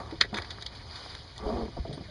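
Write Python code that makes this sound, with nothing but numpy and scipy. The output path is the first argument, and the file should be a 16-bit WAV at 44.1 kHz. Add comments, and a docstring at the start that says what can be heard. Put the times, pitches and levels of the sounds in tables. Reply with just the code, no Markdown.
"""Sleeved anchor chain over a plastic hull

Aboard a small boat, a sleeved chain is hauled hand over hand along the hull and let over the edge.
Links clink dully as damped resonances struck by noise and a crack; snaps are single filtered pulses.
Knocks and booms are decaying sines, the dragging is random slips through hull resonances, and the rope
groans as wavering tones. Cloth and far leaves hiss and water thuds low, both as shaped noise.
One small housed microphone hears it all, with deep notches and no treble above its band limit."""
import sys
import numpy as np
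from scipy import signal
from scipy.fft import rfft, irfft, next_fast_len
from scipy.io import wavfile
from scipy.ndimage import uniform_filter1d, map_coordinates

SR = 44100
rng = np.random.default_rng(int(sys.argv[2]) if len(sys.argv) > 2 else 0)


def level_to_linear(level):
    """Convert decibel levels to linear amplitude factors, elementwise."""
    exponent = np.asarray(level, float) / 20
    return 10 ** exponent


def digitize_waveform(pressure):
    """Quantize a signal to 16-bit integers and store it at the path in sys.argv[1].

    Rows of a 2-D input are taken as channels; values are limited to [-1, 1].
    """
    field = np.atleast_2d(pressure).T
    bounded = np.clip(field, -1, 1)
    quanta = np.round(bounded * 32767).astype(np.int16)
    wavfile.write(sys.argv[1], SR, quanta)


N = 92610  # samples, 2.1 s


def unit(x):
    """Scales a sound to rms 1."""
    return x / np.sqrt(np.mean(x ** 2) + 1e-20)


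def curve(rows, axis=1):
    """Draws one column of (seconds, value, ..) rows as a value per sample."""
    columns = np.transpose(rows)
    return np.interp(np.arange(N) / SR, columns[0], columns[axis])


def wobble(rate):
    """Draws a smooth random curve with rate knots a second."""
    knots = rng.standard_normal(N // 20)
    return map_coordinates(knots, [np.arange(N) * rate / SR])


def filtered(x, response):
    """Multiplies the spectrum of x by a complex response of frequency."""
    m = next_fast_len(len(x) + 8192)
    hz = np.fft.rfftfreq(m, 1 / SR)
    return irfft(rfft(x, m) * response(hz), m)[:len(x)]


def coloured(x, points):
    """Shapes x through (Hz, dB) points on a log frequency axis, to rms 1."""
    point_hz, point_db = np.transpose(points)
    return unit(filtered(x, lambda f: level_to_linear(np.interp(np.log(f + 1), np.log(point_hz), point_db))))


def body(modes):
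    """Sums (Hz, width Hz, dB) resonances of alternating sign into one response."""
    def response(f):
        return sum((-1) ** k * level_to_linear(db) * 1j * f * width / (hz * hz - f * f + 1j * f * width)
                   for k, (hz, width, db) in enumerate(modes))
    return response


def even(x, span_s):
    """Divides out slow chance swells, to rms 1."""
    power = abs(uniform_filter1d(x ** 2, round(span_s * SR)))
    return unit(x / np.sqrt(power + 1e-3))


def add(track, s, sound):
    """Mixes a sound into the track at time s."""
    part = track[round(s * SR):][:len(sound)]
    part += sound[:len(part)]


# Resonances of one damped link. Each row: centre in Hz, width in Hz, gain in dB before the clink's own balance.
LINK_MODES = [(1230, 62, -10), (1330, 41, -18), (1530, 390, 10.5), (1960, 110, 16.5), (2260, 60, 10.5),
              (2630, 72, 11.5), (3410, 410, 5.5), (3860, 190, 10.5), (4150, 520, 7), (4450, 450, 7.5),
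              (4890, 164, 6), (6520, 2400, -17.5), (10260, 1100, -23.5)]
# Links clinking. Each row: contact in seconds, nominal level in dB, gain of the lower modes in dB,
# gain of the treble modes in dB, time for the rattle to fall 60 dB in seconds.
CLINKS = [(0.11, -38.5, -1, -20, 0.041), (.183, -49, 3, 0, 0.025), (0.2112, -8.5, -2, 0.5, 0.029),
          (0.2351, -27, 13, -1, .025), (0.251, -33.5, 3, -3, 0.021), (0.343, -24, 1.5, -2, 0.036),
          (0.36, -29, -15, -6, 0.011), (0.369, -26.5, 0, 7, 0.039), (0.3762, -25, 6, 12.5, 0.019),
          (0.3846, -21.5, 11, -6, 0.012), (.399, -38, -18, -9, 0.017), (0.4211, -28.5, -1.5, -4, 0.0087),
          (0.446, -36, 1, -3, .03), (0.506, -27.5, -10.5, 3, 0.027), (0.584, -47, 15, -4, 0.026),
          (.611, -37, -16, -2, .02), (0.624, -28.5, -8, 8, 0.015), (0.6631, -25, -17, -5, 0.023),
          (0.751, -43, -30, 6.5, 0.077), (0.956, -36, -8.5, 6, 0.1), (1.151, -33, -23, 0, 0.014),
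          (1.362, -41.5, 3.5, 16, .02), (1.3795, -32, -27, 12.5, 0.0079), (1.878, -44, -9, -2, .03),
          (1.928, -38, -9.5, 3, 0.096), (2.098, -51, -10, -7, .03)]
LOWER_BELOW_HZ, TREBLE_FROM_HZ = 2700, 5500
LINK_LOW_HZ = 900  # the ring thins out below this
SLIDE_S, CRACK_DB, SPIKY_DB = 0.0019, 12, 0.5  # slide into contact, crack, grain of the rattle
AFTER_DB, AFTER_T60_S = -9, 0.09  # jingle after each contact


def clinks():
    """Links slide into contact, crack and rattle briefly; all of it rings the damped link."""
    out = np.zeros(N)
    t = np.arange(-SR // 100, SR // 6) / SR
    for s, db, lower_db, treble_db, t60 in CLINKS:
        grit = unit(rng.standard_normal(len(t)) * level_to_linear(SPIKY_DB * rng.standard_normal(len(t))))
        rattle = level_to_linear(-60 * t / t60) + level_to_linear(AFTER_DB - 60 * t / AFTER_T60_S)
        shape = np.where(t < 0, np.exp(t / SLIDE_S), rattle)
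        crack = level_to_linear(CRACK_DB) * (t == 0)
        link = body([(hz, width, g + lower_db * (hz < LOWER_BELOW_HZ) + treble_db * (hz > TREBLE_FROM_HZ))
                     for hz, width, g in LINK_MODES])
        ring = unit(filtered(grit * shape + crack,
                             lambda f: link(f) * (1j * f / (LINK_LOW_HZ + 1j * f)) ** 2))
        add(out, s + t[0], level_to_linear(db) * ring * np.sqrt(np.mean(shape ** 2)) / 2)
    return out


# Dry snaps without ring. Each row: start in seconds, peak in dB, centre in Hz, width in Hz.
SNAPS = [(.2122, -5, 4150, 900), (0.2122, -15.5, 1960, 500), (.3296, -34, 696, 1200),
         (.3862, -18, 1370, 1210), (0.42, -35, 2480, 3460), (.585, -33, 1280, 1200),
         (.6648, -29.5, 5050, 2200), (1.062, -32.5, 780, 1000), (1.1506, -25.5, 1710, 3370),
         (1.681, -37, 703, 800), (1.852, -43, 700, 900)]


def snaps():
    """Each snap is a single pulse through one wide resonance, applied twice."""
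    out = np.zeros(N)
    pulse = signal.unit_impulse(SR // 50)
    for s, db, hz, width in SNAPS:
        click = filtered(pulse, lambda f: (1j * f * width / (hz * hz - f * f + 1j * f * width)) ** 2)
        add(out, s, level_to_linear(db) * click / abs(click).max())
    return out


# Resonances of the hull panels. Each row: centre in Hz, width in Hz, gain in dB.
HULL_MODES = [(136, 103, -14), (214, 55, -1), (342, 36, 1), (420.4, 42, 0.5), (547, 38, -2),
              (697, 81, -4.5), (941, 80, -8), (1152, 63, -10), (1840, 660, -34)]


def hull_panels(x):
    """Sounds x through the hull panels, to rms 1."""
    return unit(filtered(x, body(HULL_MODES)))


# Tones of one knock. Each row: multiple of the pitch, gain in dB, give or take a random 1 dB.
KNOCK_RING = [(0.999, 3), (1.9, -12.5)]
# Chain knocking on the hull. Each row: start in seconds, level in dB before the ring gains, pitch in Hz,
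# time to fall 60 dB at the pitch in seconds, level of the scuff on the hull in dB.
KNOCKS = [(.124, -31.5, 323, 0.078, -36.5), (0.207, -46, 420, 0.043, -31), (0.243, -42, 503, 0.068, -37),
          (.328, -31, 207, 0.14, -35.5), (0.383, -36, 356, 0.082, -44), (1.679, -50, 284, 0.04, -35.5),
          (1.767, -37.5, 694, 0.086, -34), (1.789, -27, 190, 0.019, -39.5),
          (1.851, -34.5, 668, 0.058, -36.5), (1.894, -31.5, 142, 0.079, -44), (1.909, -36, 608, 0.054, -38),
          (1.929, -35.5, 146, 0.15, -47.5), (1.973, -38.5, 280, 0.096, -38), (2.009, -30, 166, 0.039, -42),
          (2.084, -48, 603, 0.15, -67)]


def knocks():
    """Soft blows make a fast-dying ring and a scuff of noise through the hull panels."""
    out = np.zeros(N)
    t = np.arange(SR // 4) / SR
    for s, db, hz, t60, scuff_db in KNOCKS:
        ring = sum(level_to_linear(g + rng.normal(0, 1) - 60 * t * k ** .5 / t60) * np.sin(2 * np.pi * k * hz * t)
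                   for k, g in KNOCK_RING)
        onset = 1 - np.exp(-t / .001)
        fade = level_to_linear(-60 * t / t60)
        scuff = hull_panels(rng.standard_normal(len(t)) * fade) * np.sqrt(np.mean(fade ** 2))
        add(out, s, -level_to_linear(db) * ring * onset + level_to_linear(scuff_db) * scuff)
    return out


# Hull booms. Each row: start in seconds, level in dB before doubling, pitch in Hz, time to fall 60 dB in seconds.
BOOMS = [(0.386, -27, 93, 0.071), (1.457, -20, 54, 0.08), (1.542, -24, 55.7, 0.1), (1.627, -26, 61, 0.094),
         (1.795, -20.5, 58.86, 0.081)]
BOOM_RISE_S = 0.011


def booms():
    """The hull booms as low sines that rise softly and die away."""
    out = np.zeros(N)
    t = np.arange(SR // 4) / SR
    for s, db, hz, t60 in BOOMS:
        onset = 1 - np.exp(-t / BOOM_RISE_S)
        add(out, s, -level_to_linear(db - 60 * t / t60) * 2 * onset * np.sin(2 * np.pi * hz * t))
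    return out


# Chain dragging on the hull. Each row: time in seconds, level in dB, further gain of the upper panel modes in dB.
DRAG = [(0, -44, 18.5), (.03, -48.5, 8.5), (.1, -54, 16), (.16, -57.5, 6), (.3, -56.5, -18),
        (.34, -42.5, 11), (.46, -56, 10.5), (.64, -55.5, 5), (1.02, -67.5, 22.5), (1.2, -64.5, 12),
        (1.35, -65.5, 10), (1.41, -48, 12), (1.46, -34, 2), (1.52, -35.5, 3.5), (1.58, -35.5, 4.5),
        (1.645, -37, -3.5), (1.7, -54.5, -12), (1.75, -57, 8.5), (1.84, -60, -4), (1.88, -41, -26),
        (1.95, -47.5, -11), (2.03, -49.5, -28), (2.1, -70.5, -16)]
SLIPS_PER_S, SLIP_SPREAD_DB = 2500, 1
UPPER_FROM_HZ = 800


def drag():
    """Uneven slips of the sleeve excite the hull panels."""
    happens = rng.random(N) < SLIPS_PER_S / SR
    slips = happens * rng.standard_normal(N) * level_to_linear(SLIP_SPREAD_DB * wobble(60))
    sound = even(hull_panels(slips), span_s=0.046)
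    upper = filtered(sound, lambda f: 1 / (1 + (UPPER_FROM_HZ / (f + 1)) ** 6))
    lower = sound - upper
    return level_to_linear(curve(DRAG)) * (lower + level_to_linear(curve(DRAG, axis=2)) * upper)


# Overtones of the groan. Each row: multiple of the slip rate, gain in dB before wobble.
GROAN_OVERTONES = [(2, 3.5), (3, 0.5)]
# The taut rope over the edge. Each row: time in seconds, slips per second before jitter, level in dB,
# further gain of the overtones in dB.
GROAN = [(1.44, 215, -70, 2), (1.47, 213.4, -50, 7), (1.49, 209.5, -43, 4.5), (1.51, 212.4, -33, -4),
         (1.535, 235.8, -33, -18), (1.56, 248.4, -41, -1), (1.59, 236.9, -36, -1), (1.64, 217.5, -38, -7.5),
         (1.67, 235, -51, 2), (1.7, 234, -88, -5)]
GROAN_JITTER = 0.013  # share of the slip rate


def groan():
    """The taut rope groans in regular slips: a wavering tone at the slip rate and two overtones."""
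    slip_hz = curve(GROAN) * (1 + GROAN_JITTER * wobble(90))
    phase = 2 * np.pi * np.cumsum(slip_hz) / SR
    started = np.arange(N) / SR >= GROAN[0][0]
    level_db = np.where(started, curve(GROAN, axis=2), -120)
    overtones = sum(level_to_linear(db + 2 * wobble(20)) * np.sin(k * phase) for k, db in GROAN_OVERTONES)
    return level_to_linear(level_db) * (np.sin(phase) + level_to_linear(curve(GROAN, axis=3)) * overtones)


# A small steel part. The one row: start in seconds, level in dB before roughening, pitch in Hz,
# time to fall 60 dB in seconds.
TINK = (1.931, -46, 8950, .09)


def tink():
    """A small steel part gives one thin high ring, roughened by a fast random wobble."""
    s, db, hz, t60 = TINK
    t = np.maximum(np.arange(N) / SR - s, 0)
    return level_to_linear(db - 60 * t / t60) * wobble(540) * np.sin(2 * np.pi * hz * t)


# Cloth and far leaves. Each row: time in seconds, level in dB before the lift and wobble.
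RUSTLE = [(0, -54), (.15, -55.5), (.3, -58.5), (.48, -52.5), (.6, -54.5), (.7, -56), (.76, -51.5),
          (.84, -54), (.95, -49.5), (1.05, -47.5), (1.16, -50), (1.25, -54), (1.33, -55.5), (1.42, -55),
          (1.56, -51), (1.7, -56), (1.9, -56), (2.1, -55)]
# Their colour. Each row: frequency in Hz, relative level in dB.
RUSTLE_COLOUR = [(150, -6), (400, -2.5), (900, -4), (2000, -3.5), (3300, -3), (4900, 1), (5700, -11),
                 (7200, -20), (8500, -24), (10500, -21), (11500, -59)]
RUSTLE_LIFT_DB, PATCHY_DB = 3.5, 2


def rustle():
    """Cloth and far leaves hiss as noise made patchy in time and frequency."""
    spectrum = signal.stft(rng.standard_normal(N + 512), nperseg=256)[2]
    patches = uniform_filter1d(rng.standard_normal(spectrum.shape), 5, 0)  # over frequency
    patches = unit(uniform_filter1d(patches, 8, 1))  # over time
    hiss = signal.istft(spectrum * level_to_linear(PATCHY_DB * patches), nperseg=256)[1][:N]
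    level_db = curve(RUSTLE) + RUSTLE_LIFT_DB + 0.5 * wobble(30.57)
    return level_to_linear(level_db) * coloured(hiss, RUSTLE_COLOUR)


# Water thudding under the hull. Each row: time in seconds, level in dB before wobble.
RUMBLE = [(0, -48), (.06, -44.5), (.2, -47), (.3, -47.5), (.45, -47), (.6, -48.5), (.75, -49), (.9, -46.5),
          (1.02, -52.5), (1.15, -49), (1.25, -50), (1.31, -51.5), (1.4, -43.5), (1.57, -41), (1.7, -46),
          (1.77, -44), (1.85, -42), (1.96, -51.5), (2.1, -47)]
# Its colour. Each row: frequency in Hz, relative level in dB.
RUMBLE_COLOUR = [(15, -37), (30, -17), (55, -3.5), (85, -4.5), (120, -8.5), (170, -18), (300, -26.5),
                 (600, -75)]


def rumble():
    """Water laps low under the boat as fairly even deep noise."""
    level_db = curve(RUMBLE) + 1.54 * wobble(11.9)
    lapping = even(coloured(rng.standard_normal(N), RUMBLE_COLOUR), span_s=0.09)
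    return level_to_linear(level_db) * lapping


def scene():
    """Sums all sources into one channel."""
    handling = clinks() + snaps() + knocks() + booms() + drag() + groan() + tink()
    background = rustle() + rumble()
    return (handling + background)[None]


def roll_off(x):
    """The treble ends steeply here."""
    return signal.sosfilt(signal.butter(12, 11330, fs=SR, output="sos"), x)


# Notches of the microphone housing, each acting twice. Each row: centre in Hz, width in Hz, depth of one pass in dB.
NOTCHES = [(2700, 330, -20), (5490, 300, -20), (7870, 800, -22), (10920, 400, -25)]
TOP_HZ = 11080  # band limit


def record(dry):
    """The microphone housing cuts notches, and nothing passes above the band limit."""
    def housing(f):
        cuts = [(hz * hz - f * f + 1j * f * width * level_to_linear(db)) / (hz * hz - f * f + 1j * f * width)
                for hz, width, db in NOTCHES]
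        return np.prod(cuts, axis=0) ** 2 * (f < TOP_HZ)
    mix = filtered(dry[0], housing)[None]
    return roll_off(mix)


dry = scene()
out = record(dry)
digitize_waveform(out)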